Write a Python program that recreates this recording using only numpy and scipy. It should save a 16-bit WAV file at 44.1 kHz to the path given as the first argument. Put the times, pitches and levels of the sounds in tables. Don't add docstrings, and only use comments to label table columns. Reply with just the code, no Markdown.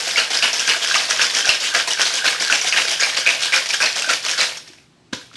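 import sys
import numpy as np
from scipy import signal
from scipy.io import wavfile
from scipy.ndimage import uniform_filter1d

SR = 44100
rng = np.random.default_rng(int(sys.argv[2]) if len(sys.argv) > 2 else 0)


def ratio(d):
    e = np.asarray(d, float) / 20
    return 10 ** e


def inscribe(sig):
    pcm = np.round(np.clip(np.atleast_2d(sig).T, -1, 1) * 32767)
    wavfile.write(sys.argv[1], SR, pcm.astype(np.int16))


N = 236400

# start_s [s], level_db [dB], rise_s [s], fall_s [s], glass_ring_db [dB]
DOWN = [(0.166, -18, 0.026, 0.051, -24.5), (0.421, -17, 0.035, 0.051, -17),
        (0.673, -16.5, 0.031, 0.057, -22), (0.937, -17.5, 0.0055, 0.097, -20),
        (1.189, -17.5, 0.045, 0.042, -21.5), (1.447, -19, 0.049, 0.074, -26),
        (1.737, -16, 0.031, 0.047, -20), (1.984, -16, 0.043, 0.012, -24.5), (2.239, -17, 0.031, 0.069, -20),
        (2.499, -17, 0.038, 0.05, -16.5), (2.722, -17, 0.074, 0.052, -22), (2.996, -19, 0.049, 0.094, -24),
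        (3.262, -18.5, 0.035, 0.067, -23), (3.52, -17, 0.037, 0.057, -22.5),
        (3.8, -17.5, 0.029, 0.068, -30.5), (4.085, -16, 0.028, 0.035, -23.5),
        (4.375, -17.5, 0.035, 0.06, -25)]


def evened(x):
    return x / np.sqrt(np.mean(x ** 2) + 1e-20)


def read(points, hz):
    f, value = np.transpose(points)
    return np.interp(np.log(hz + 1), np.log(f + 1), value)


def add(mix, s, sound):
    part = mix[int(round(s * SR)):][:len(sound)]
    part += sound[:len(part)]


def ring(hz, cycles, rise):
    turns = np.arange(1400)[:, None] / SR * np.atleast_1d(hz)
    return (1 - np.exp(-turns / rise)) * np.exp(-turns / cycles) * np.sin(2 * np.pi * turns)


def tumbling(per_s, fall_s, share):
    starts = np.minimum(rng.exponential(1, N), 2.5) * (rng.random(N) < per_s / SR)
    keep = np.exp(-1 / (fall_s * SR))
    flurries = signal.lfilter([1], [1, -keep], starts)
    return np.sqrt(1 - share + share * flurries / flurries.mean())


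def grains(modes, per_s, spread_db, cycles, detune):
    visits = [tumbling(40, 0.012, 0.4) for _ in modes]
    modes = np.tile(modes, (3, 1))
    size = ratio(spread_db * np.minimum(rng.exponential(1, N), 5)) * (rng.random(N) < per_s / SR)
    size *= rng.choice([-1, 1], N)
    patch = rng.integers(0, len(modes), N)
    pitches = modes[:, 0] * (1 + detune * rng.uniform(-1.12, 1, len(modes)))
    rings = ring(pitches, cycles, 0.35) * ratio(modes[:, 1])
    out = np.zeros(N)
    for k in range(len(modes)):
        hits = size * (patch == k) * visits[k % len(visits)]
        out += signal.oaconvolve(hits, rings[:, k])[:N]
    return evened(out)


def strikes(rows, cycles, tick_db, body_db, rebound_s, scatter, lead_db, count=16):
    out, luck = np.zeros(N), rng.random((len(rows), count, 3))
    for (s, peak_db, hz, rebound_db), (when, size, pitch) in zip(rows, luck.transpose(0, 2, 1)):
        first = ring(hz, cycles, 0.93)[:, 0]
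        first = first / first.max()
        first += ratio(tick_db) * ring(hz * (1.5 + pitch[:3]), 2.8, 0.87).sum(1)
        first += ratio(body_db) * ring(hz * (0.2 + 0.4 * pitch[:2]), 0.96, 0.84).sum(1)
        add(out, s, ratio(peak_db + lead_db) * first)
        later = ring(hz * np.exp(scatter * (2 * pitch - 1)), cycles, 0.23)
        for k, turn in enumerate(3 * when):
            level = ratio(peak_db + rebound_db + lead_db / 2 - 6.1 * size[k]) * np.exp(-turn)
            add(out, s + 0.001509 + turn * rebound_s, level * later[:, k])
    return out


def hum():
    # pitch_hz [Hz], level_db [dB per Hz]
    noise_colour = [(15, -55), (25, -33.5), (80, -18), (96, -15.5), (127, -9), (161, -10), (185, -20),
                    (330, -12.5), (480, -23.5), (2100, -29), (3850, -29), (8000, -37.5), (12000, -52.5)]
    # pitch_hz [Hz], level_db [dB]
    motor_tones = [(152, -62), (240, -64), (360, -66.5)]
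    frames, hz = N // 512 + 5, np.fft.rfftfreq(2048, 1 / SR)
    a, b, patches = rng.standard_normal((frames, 1025, 3)).T
    patches = evened(uniform_filter1d(uniform_filter1d(patches, 6, 0), 8, 1))
    spectrum = (a + 1j * b) * ratio(read(noise_colour, hz)[:, None] + 1.2 * patches)
    noise = signal.istft(spectrum, nperseg=2048, noverlap=1536)[1][:N]
    out = ratio(-54.5) * evened(noise)
    for f, db in motor_tones:
        out += ratio(db) * np.sin(2 * np.pi * f * np.arange(N) / SR)
    return out


def room(x, count=9):
    # pitch_hz [Hz], t60_s [s]
    die_away = [(150, 0.18), (260, 0.25), (500, 0.5), (1500, 0.21), (3500, 0.47), (7000, 0.31),
                (12000, 0.63)]
    taps = np.zeros((count, SR // 2))
    spacing = np.arange(130, SR // 2 - 20, 20)
    at = spacing + rng.integers(0, 20, (count, (SR // 2 - 131) // 20))
    np.put_along_axis(taps, at, rng.choice([-1., 1.], at.shape), 1)
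    hz, t, z = signal.stft(taps, SR, nperseg=256)
    tails = signal.istft(z * ratio(-60 * t / read(die_away, hz)[:, None]), SR, nperseg=256)[1]
    tails = tails / np.linalg.norm(tails[0])
    place = (np.arange(N) / SR * 23 - np.arange(count)[:, None]) % count
    share = np.sin(np.pi * np.minimum(place, 2) / 2)
    return signal.fftconvolve(x * share, tails, axes=1)[:, :N].sum(0)


def hand():
    # start_s [s], level_db [dB], pitch_hz [Hz], t60_s [s]
    thuds = [
        (5.129, -10, 270, 0.029),
        (5.137, -27, 126, 0.05),
        (4.7, -35, 320, .05),
        (5.343, -38, 270, .06),
        (5.35, -42, 110, .05),
        (5.129, -25, 510, 0.045),
        (5.132, -23.5, 1000, 0.043),
        (6.9, -32, 670, 0.054),
        (2.27, -28, 290, .06),
        (3.82, -32, 300, 0.05),
    ]
    out, t = np.zeros(N), np.arange(6000) / SR
    for s, peak_db, hz, t60 in thuds:
        add(out, s, ratio(peak_db - 60 * t / t60) * np.sin(2 * np.pi * hz * t) * (1 - np.exp(-t / 0.002)))
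    return signal.sosfilt(signal.butter(2, 45, "highpass", fs=SR, output="sos"), out)


def knock():
    # start_s [s], level_db [dB], pitch_hz [Hz], rebound_db [dB]
    hits = [
        (4.571, -20, 5600, 7.5),
        (4.678, -30, 5200, 4),
        (4.734, -37, 1710, -4),
        (4.785, -38, 2500, -8),
        (5.131, -15.5, 1550, -10),
        (5.1305, -19, 3770, 6),
        (5.133, -14, 4240, 0),
        (5.1335, -17.5, 6200, 4),
        (5.314, -37, 1300, -8),
        (5.355, -25, 3510, 11),
    ]
    return strikes(hits, 2.7, -15, -11.5, 0.0084, 0.13, -0.32)


def slaps():
    # start_s [s], level_db [dB], pitch_hz [Hz]
    slap_times = [(0.072, -23.5, 680), (0.175, -26.5, 517), (0.304, -23, 746), (0.351, -23.5, 627),
                  (0.445, -16, 975), (0.764, -24, 668), (0.915, -24, 1050), (1.088, -28, 654),
                  (1.492, -23.5, 650), (1.741, -28.5, 503), (1.878, -24.5, 686), (1.998, -27, 926),
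                  (2.251, -29, 1040), (2.408, -21.5, 662), (2.646, -20.5, 740), (2.783, -28, 778),
                  (3.022, -22.5, 580), (3.262, -23.5, 553), (3.803, -31, 990), (3.962, -25, 750),
                  (4.074, -24.5, 600)]
    out = np.zeros(N)
    for s, peak_db, hz in slap_times:
        air = ring(hz, 3.9, 1.27)[:, 0] / 0.51
        gulp = ratio(-3) * ring(0.55 * hz, 2.28, 0.8)[:, 0]
        add(out, s, ratio(peak_db - 3.0) * (air + gulp))
    return out


def glass():
    late_s, swell_db_per_s, fade_db_per_s = 0.013, 119, 260
    rows = np.array(DOWN)
    since = np.arange(N) / SR - rows[:, :1] - late_s
    level_db = rows[:, -1:] + np.minimum(swell_db_per_s * since, -fade_db_per_s * since)
    singing = grains([(1530, -2), (1610, 0.67)], 1200, 1.9, 11.0, 0.028)
    return ratio(level_db.max(0) - 7.5) * tumbling(30, 0.013, 0.36) * singing


def ticks():
    # start_s [s], level_db [dB]
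    tick_times = [(0.331, -3), (0.5305, -12), (0.6264, -16), (0.6893, -6), (0.708, -12), (0.8446, -13),
                  (1.1, -10.5), (1.348, -19), (1.6724, -12), (1.797, -6), (1.8754, 2.5), (1.936, -11),
                  (2.0087, -11), (2.078, -4), (2.1148, -18), (2.4238, 1), (2.449, -3.5), (2.646, 1),
                  (2.8788, -6), (3.429, -15), (3.458, 1), (3.4678, -17.5), (3.6595, -4.5), (3.964, -1),
                  (3.996, -8), (4.0214, 1.5), (4.25, -2), (4.265, 3), (4.676, -23), (4.7345, -22)]
    # pitch_hz [Hz], level_db [dB]
    tick_colour = [(1300, -2), (2500, 7.5), (4200, -4), (6300, 10), (8500, -15)]
    out, (hz, db) = np.zeros(N), np.transpose(tick_colour)
    luck = rng.uniform(-1.2, 1, (len(tick_times), 2, len(tick_colour)))
    for (s, peak_db), (pitch, level) in zip(tick_times, luck):
        click = ring(hz * (1 + 0.27 * pitch), 2.8, 0.31) @ ratio(db + 1.8 * level)
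        add(out, s, ratio(peak_db) * click / abs(click).max())
    return out


def clacks():
    # start_s [s], level_db [dB], pitch_hz [Hz]
    early_cubes = [(0.0984, -15, 3010), (0.1654, -9, 4780), (0.1725, -7.5, 2760), (0.1799, -5, 4620),
                   (0.2, -3, 4850), (0.334, -11, 3140), (0.3726, 0, 5040), (0.4253, -10, 2600),
                   (0.4388, -12, 3000), (0.5308, 0, 5560), (0.583, -11, 5300), (0.5965, -5, 5600),
                   (0.603, -2, 5700), (0.6276, -11, 3300), (0.672, -8.5, 5860), (0.6762, -3, 5990),
                   (0.6891, -5, 2740), (0.6973, 2, 2920), (0.7082, -5, 2890), (0.822, -21, 3010),
                   (0.8469, -6.5, 3020), (0.8744, -5, 5500), (0.9007, -14, 5340), (0.9122, -6.5, 1580),
                   (0.9434, -1.5, 2790), (0.9509, -5.5, 2170), (0.9817, -7.5, 4610), (1.0366, -12, 5340),
                   (1.0451, -14.5, 3790), (1.0554, -9, 4520), (1.0959, -12, 5900), (1.1023, -6, 5800),
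                   (1.1891, -11.5, 3080), (1.1971, -9.5, 1500), (1.2082, -9.5, 2450), (1.2174, -7.5, 2730),
                   (1.2378, -11, 1610), (1.3004, -7, 4570), (1.3503, -2.5, 5860), (1.4521, -12.5, 1610),
                   (1.4564, -3, 5640), (1.461, -5, 3940), (1.4921, 0, 2710), (1.6493, -20, 2600),
                   (1.662, -11, 2970), (1.6732, -9, 3100), (1.6826, -9, 3180), (1.7541, -5.5, 1590),
                   (1.7583, -15, 1790), (1.7943, -17, 1600), (1.909, -11, 3020), (1.9341, -1.5, 5680),
                   (2.0102, -5.5, 2800), (2.054, -5, 3730), (2.1629, -12, 4690)]
    # start_s [s], level_db [dB], pitch_hz [Hz]
    late_cubes = [(2.1769, -16, 3300), (2.1873, -10, 2950), (2.2473, -13, 1600), (2.2832, -6, 1720),
                  (2.2885, -18.5, 1790), (2.4077, -10.5, 2320), (2.4243, -11, 4910), (2.4496, -4, 4660),
                  (2.4745, -13, 1590), (2.525, 4, 2660), (2.5426, -11.5, 2560), (2.5832, -15, 2580),
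                  (2.6154, -8, 5680), (2.707, -16, 1640), (2.7253, 0, 2650), (2.7321, -12, 2000),
                  (2.7433, -8, 2310), (2.7633, -6, 1650), (2.7744, -4.5, 2510), (2.9604, -12, 3080),
                  (2.9985, -15, 1660), (3.0343, -11, 4310), (3.0385, -5, 4570), (3.0891, -15, 2150),
                  (3.1367, -15, 4180), (3.1518, -9, 4050), (3.1783, -11, 4670), (3.2652, -8, 2460),
                  (3.2739, 2.5, 2450), (3.2842, -11, 2430), (3.2904, 0, 2560), (3.4311, -15, 3900),
                  (3.4682, -14, 5120), (3.4823, -14.5, 1700), (3.6594, -14, 4560), (3.7319, -9, 2920),
                  (3.742, -10, 1660), (3.808, -23, 1640), (3.8205, -3, 2430), (3.836, -13, 2560),
                  (3.8505, -16, 2710), (3.8676, -9, 2470), (3.9292, -10, 4350), (4.0227, -18, 2700),
                  (4.0989, -9.5, 2650), (4.1134, -11, 1770), (4.3961, -9, 5210), (4.4567, -10, 4440),
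                  (4.4685, -12, 3700)]
    # start_s [s],
    # level_db [dB], pitch_hz [Hz]
    more_cubes = [(0.1759, -11, 1460), (0.1816, -11.5, 1730), (0.429, -6, 2760), (0.4479, -16, 1810),
                  (0.7197, -6.5, 4350), (0.8496, -17, 1590), (0.9863, -7, 3900), (1.0007, -10, 4390),
                  (1.225, -11, 1630), (1.2337, -16.5, 3030), (1.4079, -5, 3170), (1.4483, -12, 4650),
                  (1.4777, -14, 1485), (1.5043, -16, 1770), (1.7467, -11, 4340), (1.7519, -4, 4430),
                  (2.2812, -6, 2850), (2.6975, -7, 5860), (2.7728, -4, 3950), (2.7863, -4, 2700),
                  (2.9334, -11, 3140), (3.0122, -13, 5620), (3.0173, -14, 3920), (3.1721, -8, 5770),
                  (3.1883, -12, 4480), (3.2578, -13, 3700), (3.2707, -7, 1650), (3.3386, -10, 2410),
                  (3.5477, -20.5, 1440), (3.8297, -12, 2670), (3.8407, -7, 5120), (3.8807, -13, 2430),
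                  (3.9981, -8, 6370), (4.1057, -11, 4130), (4.2688, -13, 4040), (4.4176, -10, 2500),
                  (4.453, -17, 1940), (4.5755, -23, 3300), (5.157, -32, 1550), (5.171, -28, 1510),
                  (5.214, -30, 1600)]
    out = np.zeros(N)
    for s, peak_db, hz in list(early_cubes) + list(late_cubes) + list(more_cubes):
        clack = ring(hz, 3.2, 0.78)[:, 0] / 0.56
        clack += ratio(-5) * ring([3900, 5600], 2.2, 0.27).sum(1) * (hz < 3500)
        jolt = ratio(-24) * ring(0.42 * hz, 1.2, 0.76)[:, 0]
        add(out, s, ratio(peak_db) * (clack + jolt))
    return out


def light_cubes():
    # start_s [s], level_db [dB], pitch_hz [Hz], rebound_db [dB]
    clicks = [(.181, 0.5, 4580, -22), (.1998, 4, 4230, -18), (.3047, -8, 6100, -1), (.371, -6, 4970, 1),
              (.4247, 3, 4700, -8), (.5307, -1, 5600, -3), (.6766, -4, 4900, -15),
              (.9522, -6.5, 4140, 10.5), (1.102, -1, 5800, -16), (1.2175, 1.5, 5500, -7),
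              (1.4765, -3, 5700, -8), (1.4908, -9.5, 4340, 12.5), (1.877, -5, 4320, -9),
              (2.0537, 1.5, 4320, -0.5), (2.139, 0, 5800, -1.5), (2.2772, 2.5, 4300, -15),
              (2.3993, -1.5, 4800, -5), (2.614, -0.5, 5800, -13), (2.6932, -3.5, 4900, 3),
              (2.9992, -3, 5600, 8), (3.0332, 0, 4600, -3), (3.1739, 1, 4650, -10), (3.43, -7, 4070, 8.5),
              (3.5513, -9, 4030, 4), (3.659, -10, 5800, -4), (3.827, 2, 5230, 1), (3.8616, 0.5, 4210, -4),
              (4.2505, -3.5, 4460, -11), (4.378, -5, 4370, 5), (4.4, -8.5, 4610, 11.5)]
    return strikes(clicks, 13.2, -19.0, -3, 0.028, 0.16, -2.7)


def heavy_cubes():
    # start_s [s], level_db [dB], pitch_hz [Hz], rebound_db [dB]
    base_hits = [(.159, -2, 2200, -7), (.175, -5, 2740, 9), (.425, 0, 2660, -29), (.438, -6.5, 2950, 8),
                 (.594, -6, 2700, -5), (.6968, 1, 2880, -17), (.819, -10, 3300, 2),
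                 (.9435, -13, 2850, -16.5), (1.112, -10, 3000, 3), (1.2148, -1.5, 2620, -20),
                 (1.4265, -7, 3100, -13), (1.492, 7.5, 2700, -5.5), (1.6715, -31, 2970, 1),
                 (1.908, -10, 2970, -4), (2.188, -19.5, 3000, -9), (2.4039, -16, 2230, -4),
                 (2.5237, -13, 2660, -10), (2.6464, -28.5, 3120, 2), (2.7239, -4, 2470, 4.5),
                 (2.7743, -8, 2650, -18), (2.9085, -14, 3020, -17), (3.0326, -4.5, 2370, 3.5),
                 (3.1716, -19, 2880, -11), (3.2635, 1, 2486, 0), (3.523, -4, 2310, 7),
                 (3.705, -2.5, 2380, -19), (3.8272, -1, 2600, 2.5), (4.0228, -4.5, 2660, -15),
                 (4.286, -8.5, 2500, 0), (4.4021, -13.5, 2350, 10)]
    # start_s [s], level_db [dB], pitch_hz [Hz], rebound_db [dB]
    rim_hits = [(0.18, -10.5, 1440, 7), (0.678, -7, 1580, -6), (.846, -15, 1570, 5.5),
                (0.9115, -9, 1605, -20), (0.958, -3.5, 1224, -10.5), (1.194, -2, 1690, -17),
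                (1.4458, -9.5, 1570, -13), (1.477, -15, 1570, 0.5), (1.7444, -13, 1590, -10),
                (1.9736, -10, 1560, -9.5), (1.995, -7.5, 1550, 4), (2.0072, -7, 1780, -7),
                (2.244, -6.5, 1610, -7), (2.2554, -0.5, 1540, -24), (2.4992, -1.5, 1490, -5),
                (2.763, -6, 1550, -23), (2.9985, -13.5, 1700, -19), (3.018, -8, 1610, 3),
                (3.252, -16, 1660, 2), (3.54, -5, 1490, 1), (3.7402, -10, 1640, -24),
                (3.803, -4.5, 1607, -0.5), (4.044, -8, 1500, -12), (4.093, -7, 1454, 1.5),
                (4.336, -9, 1660, -13), (4.379, -14.5, 1465, 0)]
    return strikes(list(base_hits) + list(rim_hits), 7.5, -1.5, -18.5, 0.022, 0.135, -5.0)


def rattle():
    # start_s [s], level_db [dB], rise_s [s], fall_s [s]
    up = [(0, -21, 0.0019, 0.18), (.07, -22.5, 0.0077, 0.07), (.3, -20.5, 0.0074, 0.064),
          (.33, -18.5, 0.026, 0.043), (.53, -21, 0.017, 0.23), (.591, -22.5, .006, 0.04),
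          (.818, -18, 0.024, 0.026), (.872, -21, .0049, 0.13), (1.086, -18, 0.019, 0.082),
          (1.297, -24.5, .007, 0.094), (1.332, -18, 0.037, 0.059), (1.371, -20.5, 0.027, 0.029),
          (1.599, -19, 0.058, 0.051), (1.873, -17.5, 0.007, 0.042), (1.901, -18, 0.0076, 0.035),
          (2.049, -20, .0039, 0.11), (2.131, -20, 0.051, 0.032), (2.399, -18, 0.024, 0.043),
          (2.471, -22.5, .0072, 0.033), (2.611, -20.5, 0.014, 0.042), (2.638, -19.5, 0.052, 0.013),
          (2.875, -17.5, 0.0069, 0.027), (2.904, -17.5, 0.012, 0.045), (3.162, -17.5, 0.031, 0.028),
          (3.399, -25, .005, .03), (3.415, -18, 0.017, 0.048), (3.455, -24.5, 0.0088, 0.036),
          (3.658, -19, .002, .01), (3.686, -22, 0.014, 0.1), (3.733, -16, 0.013, 0.01),
          (3.954, -20, 0.016, 0.094), (4.225, -20.5, 0.083, 0.045)]
    # start_s [s], level_db [dB], rise_s [s], fall_s [s]
    settle = [
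        (4.569, -28.5, 0.0052, 0.0072),
        (4.663, -44.5, 0.023, 0.039),
        (4.731, -50, .0093, .027),
        (4.772, -51, 0.01, 0.045),
        (5.1255, -30.5, 0.0073, 0.03),
        (5.19, -44.5, 0.0072, 0.083),
        (5.327, -46, .016, 0.052),
        (5.354, -38, .0055, .02),
    ]
    # pitch_hz [Hz], level_db [dB]
    wall_rings = [(3100, -4.5), (3600, -5), (4200, -2.5), (4800, -3), (5600, -1), (6500, -2)]
    # pitch_hz [Hz], level_db [dB]
    base_rings = [(1220, -10), (1560, -1.5), (1850, -2), (2350, 0.5), (2720, 2)]
    # pitch_hz [Hz], level_db [dB]
    slosh_rings = [(150, -42.5), (280, -9), (400, -10.5), (510, 2.5), (660, 8), (830, 5), (1010, 8.5)]
    # pitch_hz [Hz], level_db [dB]
    spray_rings = [(7400, 1), (8400, 1.5), (9500, -0.5), (10600, -35), (11700, -6)]
    power, t = np.zeros((3, N)), np.arange(SR // 2) / SR
    for throws, base_db, slosh_db in ((DOWN, 0.54, -12), (up, -3.5, -14.5), (settle, -1, -12)):
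        for s, peak_db, rise, fall, *_ in throws:
            rise, fall = max(rise, 0.002), max(fall, 0.005)
            landing = 1.22 * np.exp(-rise / 0.062)
            growth = landing + (1 - landing) * t / rise
            swell = np.where(t < rise, growth, np.exp(-(t - rise) / fall))
            swell = swell * (1 - (s > 0.01) * np.exp(-t / 0.003))
            for layer, db in zip(power, (0, base_db, slosh_db)):
                add(layer, s, (ratio(peak_db + db) * swell) ** 2)
    wall = ratio(-1.0) * grains(wall_rings, 4000, 2.0, 2.37, 0.091)
    base = ratio(-2.5) * grains(base_rings, 1500, 1.44, 2.97, 0.07)
    slosh = ratio(-1.0) * grains(slosh_rings, 1100, 0.98, 1.57, 0.023)
    spray = ratio(-13.5) * grains([(6800, 2.0)] + list(spray_rings), 8000, 2.5, 3.3, 0.03)
    clumps = tumbling(150, 0.0028, 0.35)
    body = (np.sqrt(power) * [wall * clumps, base * clumps, slosh]).sum(0)
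    return body + (power[0] * clumps) ** 0.46 * spray


def scene():
    shaker = rattle() + glass() + slaps() + knock()
    shaker += ratio(-3.0) * heavy_cubes() + ratio(-8.5) * light_cubes()
    shaker += ratio(-9.5) * ticks() + ratio(-2.0) * clacks()
    shaker = signal.sosfilt(signal.butter(4, 150, "highpass", fs=SR, output="sos"), shaker)
    push = hand()
    echoes = room(ratio(-4.5) * shaker + ratio(-6.0) * push)
    return (shaker + push + echoes + hum())[None]


def low_pass(x):
    return signal.sosfilt(signal.butter(12, 12770, fs=SR, output="sos"), x)


def record(dry):
    limited = dry / (1 + dry ** 4) ** (1 / 4)
    lowpass = signal.firwin(301, 11840, window=("kaiser", 7), fs=SR)
    finished = 0.93 * signal.oaconvolve(limited, lowpass[None], "same")
    return low_pass(finished)


dry = scene()
out = record(dry)
inscribe(out)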